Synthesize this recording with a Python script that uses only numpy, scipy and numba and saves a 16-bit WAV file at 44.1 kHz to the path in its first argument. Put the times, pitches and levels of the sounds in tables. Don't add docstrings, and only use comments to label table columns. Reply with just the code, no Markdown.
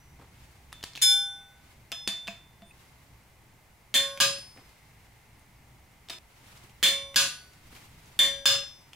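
import sys
import numpy as np
from scipy import signal
from scipy.fft import rfft, irfft, next_fast_len
from scipy.io import wavfile
from scipy.ndimage import uniform_filter1d
from numba import njit

SR = 44100
rng = np.random.default_rng(int(sys.argv[2]) if len(sys.argv) > 2 else 0)


def transcribe(signal):
    frames = np.atleast_2d(signal).T
    limited = np.clip(frames, -1, 1)
    pcm = np.round(limited * 32767).astype(np.int16)
    wavfile.write(sys.argv[1], SR, pcm)


def rack_gain(trim_db):
    fader = np.asarray(trim_db, float)
    return 10 ** (fader / 20)


N = 394694

# (frequency [Hz], level [dB], t60 [s])
LEFTOVER = [(5916, -3, .8)]
NUDGE = [(3542, 0, .7), (10160, 2, .05), (1300, 2, .08)]
CLINK = [(797, -29, 5.0), (1502, -21, 1.5), (2299, -21, 0.4), (3106, -25, 0.25), (3542, -3, 0.64),
         (5149.8, -13, 0.4), (5157, -5, 0.36), (5916, -27, 0.99), (6745, -5, 0.2), (7095, -15, 0.4),
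         (8312, -44, 0.43), (9065, -21, 0.38), (9141, -16, 0.67), (9889, -23, 0.32), (10160, -6, 0.27),
         (11070, -27, 0.25), (11940, -30, 0.56), (12670, -28, 0.23), (12850, -23, 0.3), (13030, -24, 0.36),
         (13740, -20, 0.14), (15140, -40, 0.23), (15570, -38, 0.35)]
TAP_1 = [(680, -6, 0.15), (1292, -6, 0.13), (3128, -6, 0.13), (3542, 0, 0.9), (5157, -5, 1.2),
         (5922, -19, 1.0), (6745, -14, 0.34), (7456, -37, 5.0), (9141, -24, 5.0), (10950, -25, 0.32),
         (12660, -17, 0.13)]
TAP_2 = [(199, -9, 0.17), (1502, -28, 0.96), (3542, 0, 0.63), (3811, -14, 0.27), (5922, -23, 0.6),
         (6740, -11, 0.31), (7456, -25, 0.55), (8947, -8, 0.19), (9141, -27, 0.73), (10160, -30, 0.45),
         (10950, -20, 0.24), (12650, -21, 0.23)]
TAP_3 = [(200, 0, .15), (680, 2, .15), (2550, 10, .035), (3542, -14, .5), (5157, -14, .25), (5922, -22, .4),
         (6745, -14, .25)]
SEAT = [(200, 4, .12), (680, 0, .15), (3542, -12, .6)]
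BLIP = [(2550, 0, .035)]
SLIP = [(680, 0, .12), (1250, 0, .12), (1790, 3, .1), (3547, 0, .6), (5157, -3, .6)]
BREAK_1 = [(554, -12, 2.4), (697, -18, 0.3), (1087, -17, 2.2), (1206, -24, 0.4), (1486, -24, 2.8),
           (1626, -27, 5.0), (3273, -1, 0.18), (3546, 2.5, 0.36), (3559, -5, 0.25), (4899, -26, 0.82),
           (5157, -24, 0.97), (5916, -30, 2.0), (7058, -21, 0.4), (9146, -23, 0.63), (11110, -16, 0.61),
           (11950, -20, 0.13)]
RESET_1 = [(554, -5, 0.5), (697, -12, 0.2), (1206, 1, 0.25), (1637, -4, 0.22), (2293, -16, 0.32),
           (2900, -2, 0.13), (3138, -15, 0.38), (3548, -19, 0.45), (4183, -15, 0.31), (4565, -15, 0.75),
           (5157, -9, 0.75), (5916, -20, 0.6), (7477, -19, 0.4), (9146, -17, 0.88), (11110, -21, 0.38)]
BREAK_2 = [(554, -20, 5.0), (1087, -28, 5.0), (1836, -19, 0.31), (2293, -17, 0.67), (3305, -5, 0.2),
           (3548, -3, 0.5), (3560, -10, 0.3), (4172, -19, 0.27), (4899, -25, 0.58), (5157, -22, 0.56),
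           (5922, -27, 1.0), (6821, -25, 0.32), (9146, -24, 0.85), (11110, -20, 0.16)]
RESET_2 = [(1087, -10, 0.3), (1486, -8, 0.7), (2536, -13, 0.3), (2767, -12, 0.3), (3327, -12, 0.3),
           (3550, -4, 0.35), (4404, -6, 0.22), (4565, -14, 0.75), (4960, -2, 0.22), (5135, -12, 0.3),
           (5157, -11, 0.38), (5916, -11, 0.45), (7127, -23, 0.56), (9082, -16, 0.44), (9146, -21, 0.75),
           (11110, -13, 0.41), (11620, -12, 0.13), (11940, -26, 0.4), (15580, -28, 0.23), (556, -12, .5),
           (1637, -3, .22)]
BREAK_3 = [(554, -21, 3.8), (1087, -15, 0.3), (1626, -34, 2.1), (2293, -29, 0.72), (3273, -15, 0.24),
           (3553, 0, 0.42), (4899, -27, 0.77), (5922, -25, 0.92), (7111, -19, 0.37), (9146, -25, 0.6),
           (11120, -47, 5.0), (14930, -36, 0.21), (15590, -40, 0.32)]
RESET_3 = [(554, -12, 0.5), (697, -20, 0.2), (1082, -19, 0.33), (3138, -17, 0.35), (3496, -14, 0.2),
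           (3553, -2, 0.43), (4167, -17, 0.23), (4737, -18, 0.29), (5133, -15, 0.35), (5157, -12, 0.62),
           (5922, -28, 0.92), (7106, -24, 0.31), (9076, -25, 0.31), (10330, -31, 0.2), (12870, -36, 0.28),
           (14930, -42, 0.33), (15590, -27, 0.16), (1206, -8, .25), (1630, -11, .16)]

TAP, KNOCK, OVER, BACK, DULL, SKID = range(6)
TUBE, ALL = 1300, 20000
UNLIKE_HZ = 5000

# ((time [s], clatter level [dB], ring level [dB], contact [ms], muted at [s]),
#         modes, kind of contact, modes muted below [Hz])
BLOWS = [((.001, -90, -62, 1.1, .5), LEFTOVER, TAP, ALL), ((.7277, -21, -52, 1.5, .95), NUDGE, TAP, TUBE),
         ((.8385, -14.5, -52, 1.5, 1.01), NUDGE, TAP, ALL), ((1.016, 11, -6, 34.0, 1.9), CLINK, KNOCK, ALL),
         ((1.918, -14, -39, 2.5, 2.075), TAP_1, TAP, ALL), ((2.0755, -6, -30, 1.5, 2.277),
         TAP_2, TAP, TUBE), ((2.2832, -16, -38, 1.5, 2.6), TAP_3, DULL, ALL),
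         ((2.6209, -34, -47, 2.5, 2.712), SEAT, DULL, ALL), ((2.709, -60, -42, 1.5, 2.8), BLIP, DULL, ALL),
         ((3.9414, 12, -17, 12.0, 4.188), BREAK_1, OVER, ALL), ((4.2018, 15, -17, 2.5, 4.395),
         RESET_1, BACK, TUBE), ((6.0975, -11, -46, 6.0, 6.188), SLIP, SKID, ALL),
         ((6.8284, 14, -12, 6.0, 7.149), BREAK_2, OVER, ALL), ((7.1596, 16.5, -17, 2.5, 7.27),
         RESET_2, BACK, TUBE), ((8.1908, 13, -11, 1.5, 8.45), BREAK_3, OVER, ALL),
         ((8.4562, 16, -11, 2.5, 8.635), RESET_3, BACK, TUBE)]


def wrench():
    # (frequency [Hz], level [dB])
    socket = [(100, -16), (200, -6), (700, -4), (1300, -1), (3500, 0), (6000, -6), (10000, -11),
              (15500, -19), (16500, -40)]
    dull_socket = [(100, -14), (200, -4), (700, -1), (1300, 0), (2600, 0), (4000, -6), (6000, -14),
                   (10000, -22), (16500, -45)]
    bar = [(200, -26), (600, -18), (1500, -7), (3500, 0), (7000, -1), (10000, -3), (13000, -6),
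           (15500, -12), (16500, -40)]
    pawl_over = [(60, -17), (200, -8), (500, -12), (1000, -15), (1800, -1), (2500, -4), (3300, 0),
                 (4300, -3), (5300, -9), (7000, -8), (11000, -12), (15600, -16), (16500, -40)]
    pawl_back = [(60, -13), (110, -3), (300, -19), (800, -16), (1200, -7), (1620, -4), (2100, -6),
                 (3000, -1), (4500, -3), (6000, -6), (8000, -10), (15600, -19), (16500, -40)]
    # (frequency [Hz], width [Hz], level [dB])
    block_seated = [(200, 30, 1.2), (680, 70, 4), (1250, 70, 0), (1800, 110, 0), (2580, 100, 1),
                    (3130, 90, 3)]
    block_free = [(3130, 90, 2), (4220, 130, 2), (6900, 400, 3)]
    block_over = [(200, 30, 1), (700, 25, 8), (1210, 30, 3), (1840, 70, 3), (2150, 30, 6), (2400, 50, 5),
                  (2880, 80, 2), (3060, 30, 6), (3140, 30, 7), (3310, 35, 9), (4250, 120, 6),
                  (4900, 100, 0), (6900, 400, 3)]
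    block_back = [(200, 30, -8), (694, 25, 10), (1090, 20, 6), (1210, 25, 6), (1640, 50, 8), (2550, 40, 6),
                  (2780, 30, 6), (2910, 30, 4), (3140, 35, 7), (3310, 35, 6), (3930, 35, 3), (4170, 30, 8),
                  (4390, 45, 5), (4900, 90, 3), (5560, 45, 1), (6900, 400, 2)]
    # (frequency [Hz], left leads [rad], left minus right [dB])
    lobes_seated = [(555, 0, 0), (1150, -.4, 1), (1490, -.1, -1), (2293, -.5, 0), (3548, .15, -1),
                    (5157, -1.6, 1), (5918, -.8, -1.5), (9144, -1.3, 0), (15000, -1.3, 0)]
    lobes_free = [(800, 0, 0), (1500, -.2, 0), (2299, -.6, -3), (3542, -.6, 9), (5157, -1.9, -4),
                  (5916, -.4, -2), (9141, -1.4, 0), (15000, -1.4, 0)]
    kinds = {TAP: (socket, -6, block_seated, lobes_seated),
             KNOCK: (bar, -33, block_free, lobes_free),
             OVER: (pawl_over, -23, block_over, lobes_seated),
             BACK: (pawl_back, -26, block_back, lobes_seated),
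             DULL: (dull_socket, -8, block_seated, lobes_seated),
             SKID: (socket, -14, block_seated, lobes_seated)}
    hard_db = -25
    rattle_ms, rattle_share, rattle_db = 22, .012, -7

    cracks, clatter, rings = np.zeros((3, 2, N))
    for (s, clatter_db, ring_db, contact_ms, muted_s), modes, kind, muted_hz in BLOWS:
        colour, crack_db, clusters, lobes = kinds[kind]
        add(cracks, s, rack_gain(clatter_db + crack_db) * crack(min(contact_ms, 4.0), colour))

        push = shape(signal.unit_impulse(2048, 40), colour)
        struck_db = 1.5 * rng.standard_normal(len(clusters))
        push = push + sum(rack_gain(db + more) * band(push, hz, width)
                          for (hz, width, db), more in zip(clusters, struck_db))
        t = np.arange(4096) / SR
        hits = rng.standard_normal(len(t)) * (rng.random(len(t)) < rattle_share)
        rebounds = rack_gain(rattle_db) * hits * np.exp(-1e3 * t / rattle_ms)
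        push = signal.fftconvolve(push, signal.unit_impulse(len(t)) + rebounds)
        add(clatter, s, rack_gain(clatter_db) * push / np.sqrt(np.sum(push ** 2)))

        sung = ring(modes, ring_db > hard_db, contact_ms, muted_s - s, muted_hz, lobes)
        add(rings, s, rack_gain(ring_db) * sung)
    return cracks, clatter, rings


def crack(contact_ms, colour):
    t = np.arange(2048) / SR
    burst = shape(rng.standard_normal(len(t)), colour) * np.exp(-1e3 * t / contact_ms)
    return burst / np.abs(burst).max()


def ring(modes, hard, contact_ms, free_s, muted_hz, lobes):
    hard_loss_db_per_s, hard_low_db = 20, -4.5
    tube_grow_ms = 30
    hz, db, t60 = np.array(modes, float).T
    loss_db_per_s = 60 / np.clip(t60, .03, 1.8) + hard * hard_loss_db_per_s * (t60 > .55)
    fade = rack_gain(-loss_db_per_s / SR)
    muted = fade * rack_gain(-2500 * (hz < muted_hz) / SR)

    start = np.pi * np.arange(len(hz))
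    lobe_hz, lead, pan_db = np.transpose(lobes)
    scatter = .08 * rng.standard_normal(len(hz)) * hz / UNLIKE_HZ
    lead = np.interp(hz, lobe_hz, lead) / 2 + scatter
    pan_db = np.interp(hz, lobe_hz, pan_db) / 2
    level_db = db + hard * hard_low_db * (hz < 1550) + np.array([pan_db, -pan_db])
    size = rack_gain(level_db) * np.exp(1j * (start + np.array([lead, -lead])))
    size = size * np.abs(size).prod(axis=0) ** .5 / np.abs(size.mean(axis=0))

    grow_ms = contact_ms + hard * tube_grow_ms * (hz < TUBE)
    turn, grow = np.exp(2j * np.pi * hz / SR), np.exp(-1e3 / grow_ms / SR)
    return modal(np.zeros((2, SR)), turn, fade, size, grow, free_s * SR, muted)


@njit
def modal(out, turn, fade, size, grow, free, muted):
    for k in range(len(turn)):
        z, gap = 1 + 0j, 1.
        for i in range(out.shape[1]):
            z *= turn[k] * (fade[k] if i < free else muted[k])
            gap *= grow[k]
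            out[0, i] += (1 - gap) * (size[0, k] * z).imag
            out[1, i] += (1 - gap) * (size[1, k] * z).imag
    return out


def ticks():
    # (time [s], peak level [dB], centre [Hz])
    drags = [(.8096, -44, 1800), (.8284, -28, 3400), (.9342, -42, 4000), (.9527, -28, 3300),
             (.958, -29, 3560), (.9674, -31, 3630), (.9754, -29, 2740), (8.9326, -33, 3180)]
    bounces = [(.7222, -44, 2800), (.8407, -27, 4000), (1.9235, -24, 3150), (1.926, -26, 3300),
               (2.0772, -16, 4500), (2.0824, -25, 3540), (2.0885, -25, 3000), (2.2714, -32, 3540),
               (2.2777, -25, 2600), (4.1748, -29, 2700), (6.0866, -33, 3560), (6.0995, -29, 4200),
               (6.1022, -27, 3600), (6.1068, -28, 1900), (6.135, -36, 2200), (7.1437, -30, 2400)]
    loose_parts = [(4.3844, -36, 2750), (4.6921, -49, 4000), (5.3944, -54, 9000), (6.1844, -44, 2500),
                   (6.574, -46, 5000), (6.6956, -48, 3000), (7.5344, -51, 5000), (7.7518, -43, 3700),
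                   (7.7638, -41, 2360), (8.0586, -48, 6000), (8.6244, -40, 2750)]
    shoes = [(.19, -54, 700), (.197, -47, 1000), (.213, -47, 1300), (.221, -45, 950), (.245, -53, 900),
             (4.43, -52, 500), (4.562, -50, 500), (4.572, -47, 2300), (4.576, -45, 1500), (4.586, -50, 800),
             (4.593, -51, 1100), (6.64, -51, 400), (7.7253, -46, 300)]
    rim_rebounds = [(4.2022, -11, 2920), (6.8383, -13, 3540), (6.864, -13, 3000), (6.8717, -12, 3550),
                    (6.886, -14, 2500), (8.4778, -10, 3550)]
    # (touches, thud against click dB, treble dB, contact ms)
    groups = [(drags, -26, -7, 2.3), (bounces, -21, -6, 2.6), (loose_parts, -12, 1.5, 3.0),
              (shoes, 0, -16, 6.0), (rim_rebounds, -34, 0, 1.5)]
    out = np.zeros((2, N))
    for touches, thud_db, treble_db, contact_ms in groups:
        for s, db, hz in touches:
            colour = [(hz / 8, -26), (hz / 1.3, -9), (hz, 0), (hz * 1.3, -9),
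                      (15800, treble_db - 24), (16500, -60)]
            click = crack(contact_ms, colour)
            thud = band(crack(6.0, [(100, 0), (800, -4), (1600, -30)]), 250, 300)
            add(out, s, rack_gain(db) * (click + rack_gain(thud_db + 3) * thud))
    return out


def whistle():
    # (time [s], frequency [Hz], level [dB])
    slide = [
        (2.62, 8000, -90),
        (2.65, 8500, -74),
        (2.675, 8900, -66),
        (2.71, 8980, -64),
        (2.722, 8980, -90),
    ]
    s, hz, db = np.transpose(slide)
    t = np.arange(N) / SR
    phase = 2 * np.pi * np.cumsum(np.interp(t, s, hz)) / SR
    tones = np.sin(phase) + rack_gain(-3) * np.sin(1.058 * phase)
    return rack_gain(np.interp(t, s, db, left=-120, right=-120)) * tones


def rustle():
    # (loudest at [s], level [dB], rise [s], fall [s])
    movements = [(.4, -63, .35, .6), (1.68, -66, .25, .45), (2.75, -65, .06, .8), (4.57, -66, .14, 1.6),
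                 (6.45, -69, .5, .4), (6.57, -63, .2, .25), (7.55, -66, .9, .6), (7.77, -58, .12, .14),
                 (8.07, -64, .25, .45), (8.8, -68, .6, .6)]
    # (frequency [Hz], level [dB])
    cloth = [(150, -8), (500, 0), (1200, 1), (2500, 1.5), (6000, -5), (12000, -9), (15800, -14),
             (16200, -40)]
    range_db = 15
    t = np.arange(N) / SR
    moves = sum(rack_gain(db - range_db * np.maximum((s - t) / rise_s, (t - s) / fall_s))
                for s, db, rise_s, fall_s in movements)
    grains = rng.standard_normal((2, N)) * rack_gain(2.5 * walk(60))
    return moves * rack_gain(3.0) * unit(shape(pair(grains, 4000), cloth))


def hum():
    # (frequency [Hz], level [dB])
    mid_colour = [(20, -6), (38, -10), (58, 1), (90, -4.5), (125, -.5), (165, -9), (300, -16), (500, -21),
                  (900, -18), (1300, -24), (2300, -23), (3300, -30), (15600, -34.5), (16100, -55)]
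    side_colour = [(20, 8), (200, 6), (500, 0), (900, 2), (2200, 2), (4000, -6), (15600, -11), (16100, -32)]
    # (centre [Hz], width [Hz], level [dB])
    fan_bands = [(840, 200, -75), (2080, 130, -71.5)]
    mid_db, side_db = -57, -67.5
    mid, side = rng.standard_normal((2, N))
    mid = rack_gain(mid_db) * unit(shape(mid, mid_colour))
    bass = shape(mid, [(300, 0), (600, -40)])
    mid = mid + bass * (rack_gain(2.0 * walk(1.5) + 2.0 * walk(12)) - 1)
    fan = sum(rack_gain(db + 1.5 * walk(3)) * unit(band(rng.standard_normal(N), hz, width))
              for hz, width, db in fan_bands)
    return mid + fan + np.array([[1], [-1]]) * rack_gain(side_db) * unit(shape(side, side_colour))


def room():
    # (centre [Hz], t60 [s], level [dB])
    octaves = [(125, .5, -3), (250, .45, -2), (500, .4, 0), (1000, .37, 0), (2000, .37, 0), (4000, .36, 0),
               (8000, .32, 1), (15000, .24, 0)]
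    first_wall_s = .002
    t, out = np.arange(SR // 4 * 3) / SR, 0
    for hz, t60, db in octaves:
        colour = [(hz / 2, -40), (hz / 1.4, -3), (hz, 0), (hz * 1.4, -3), (hz * 2, -40)]
        octave = shape(rng.standard_normal((2, len(t))), colour)
        out = out + rack_gain(db - 60 * t / t60) * pair(octave, hz) / np.sqrt(t60)
    out = out * np.clip(t / first_wall_s - 1, 0, 1)
    return out / np.sqrt(np.sum(out ** 2) / 2)


def shape(x, table):
    hz, db = np.transpose(table)
    size = next_fast_len(x.shape[-1])
    f = np.log(np.fft.rfftfreq(size, 1 / SR) + 1)
    gain = rack_gain(np.interp(f, np.log(hz), db))
    return irfft(rfft(x, size) * gain, size)[..., :x.shape[-1]]


def unit(x):
    return x / np.sqrt(np.mean(x ** 2))


def band(x, hz, width):
    return signal.lfilter(*signal.iirpeak(min(hz, .45 * SR), hz / width, SR), x)


def add(out, s, x):
    i = int(s * SR)
    out[:, i:i + x.shape[-1]] += x[..., :N - i]


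def walk(rate):
    k = int(SR / rate)
    steps = np.repeat(rng.standard_normal(N // k + 1), k)
    return uniform_filter1d(uniform_filter1d(steps, k), k)[:N]


def pair(noise, hz):
    return noise[0] + np.array([[1], [-1]]) * min(.05 + hz / UNLIKE_HZ, 1) * noise[1]


def scene():
    changes_s = [2.72, 6.188]
    tick_wet_db, ring_wet_db = -2, -13
    cracks, clatter, rings = wrench()
    touches = ticks()
    cuts = [int(s * SR) for s in changes_s]
    for i in cuts:
        rings[:, i:i + SR // 2] = 0
    sent = clatter + rack_gain(tick_wet_db) * touches + rack_gain(ring_wet_db) * rings
    walls = room()
    parts = np.split(sent[:1], cuts, axis=1)
    echoes = np.hstack([signal.oaconvolve(part, walls, axes=1)[:, :part.shape[1]] for part in parts])
    return cracks + touches + rings + echoes + rustle() + whistle() + hum()


@njit
def follow(x, attack, release):
    out, e = np.empty(len(x)), 0.
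    for i in range(len(x)):
        e += (x[i] - e) * (attack if x[i] > e else release)
        out[i] = e
    return out


def roll_off(x):
    return signal.sosfilt(signal.butter(12, 17140, fs=SR, output="sos"), x)


def record(dry):
    limit_db, attack_s, release_s, ahead_s = -11.5, .0005, .045, .001
    level = follow(np.abs(dry).max(axis=0), 1 / (attack_s * SR), 1 / (release_s * SR))
    ahead = np.roll(level, -int(ahead_s * SR))
    held = dry * np.minimum(1, rack_gain(limit_db) / (ahead + 1e-9))
    soft = np.tanh(1.2 * held) / 1.2
    lowpass = signal.ellip(8, .2, 60, 16500, fs=SR, output="sos")
    return roll_off(signal.sosfilt(lowpass, soft))


dry = scene()
out = record(dry)
transcribe(out)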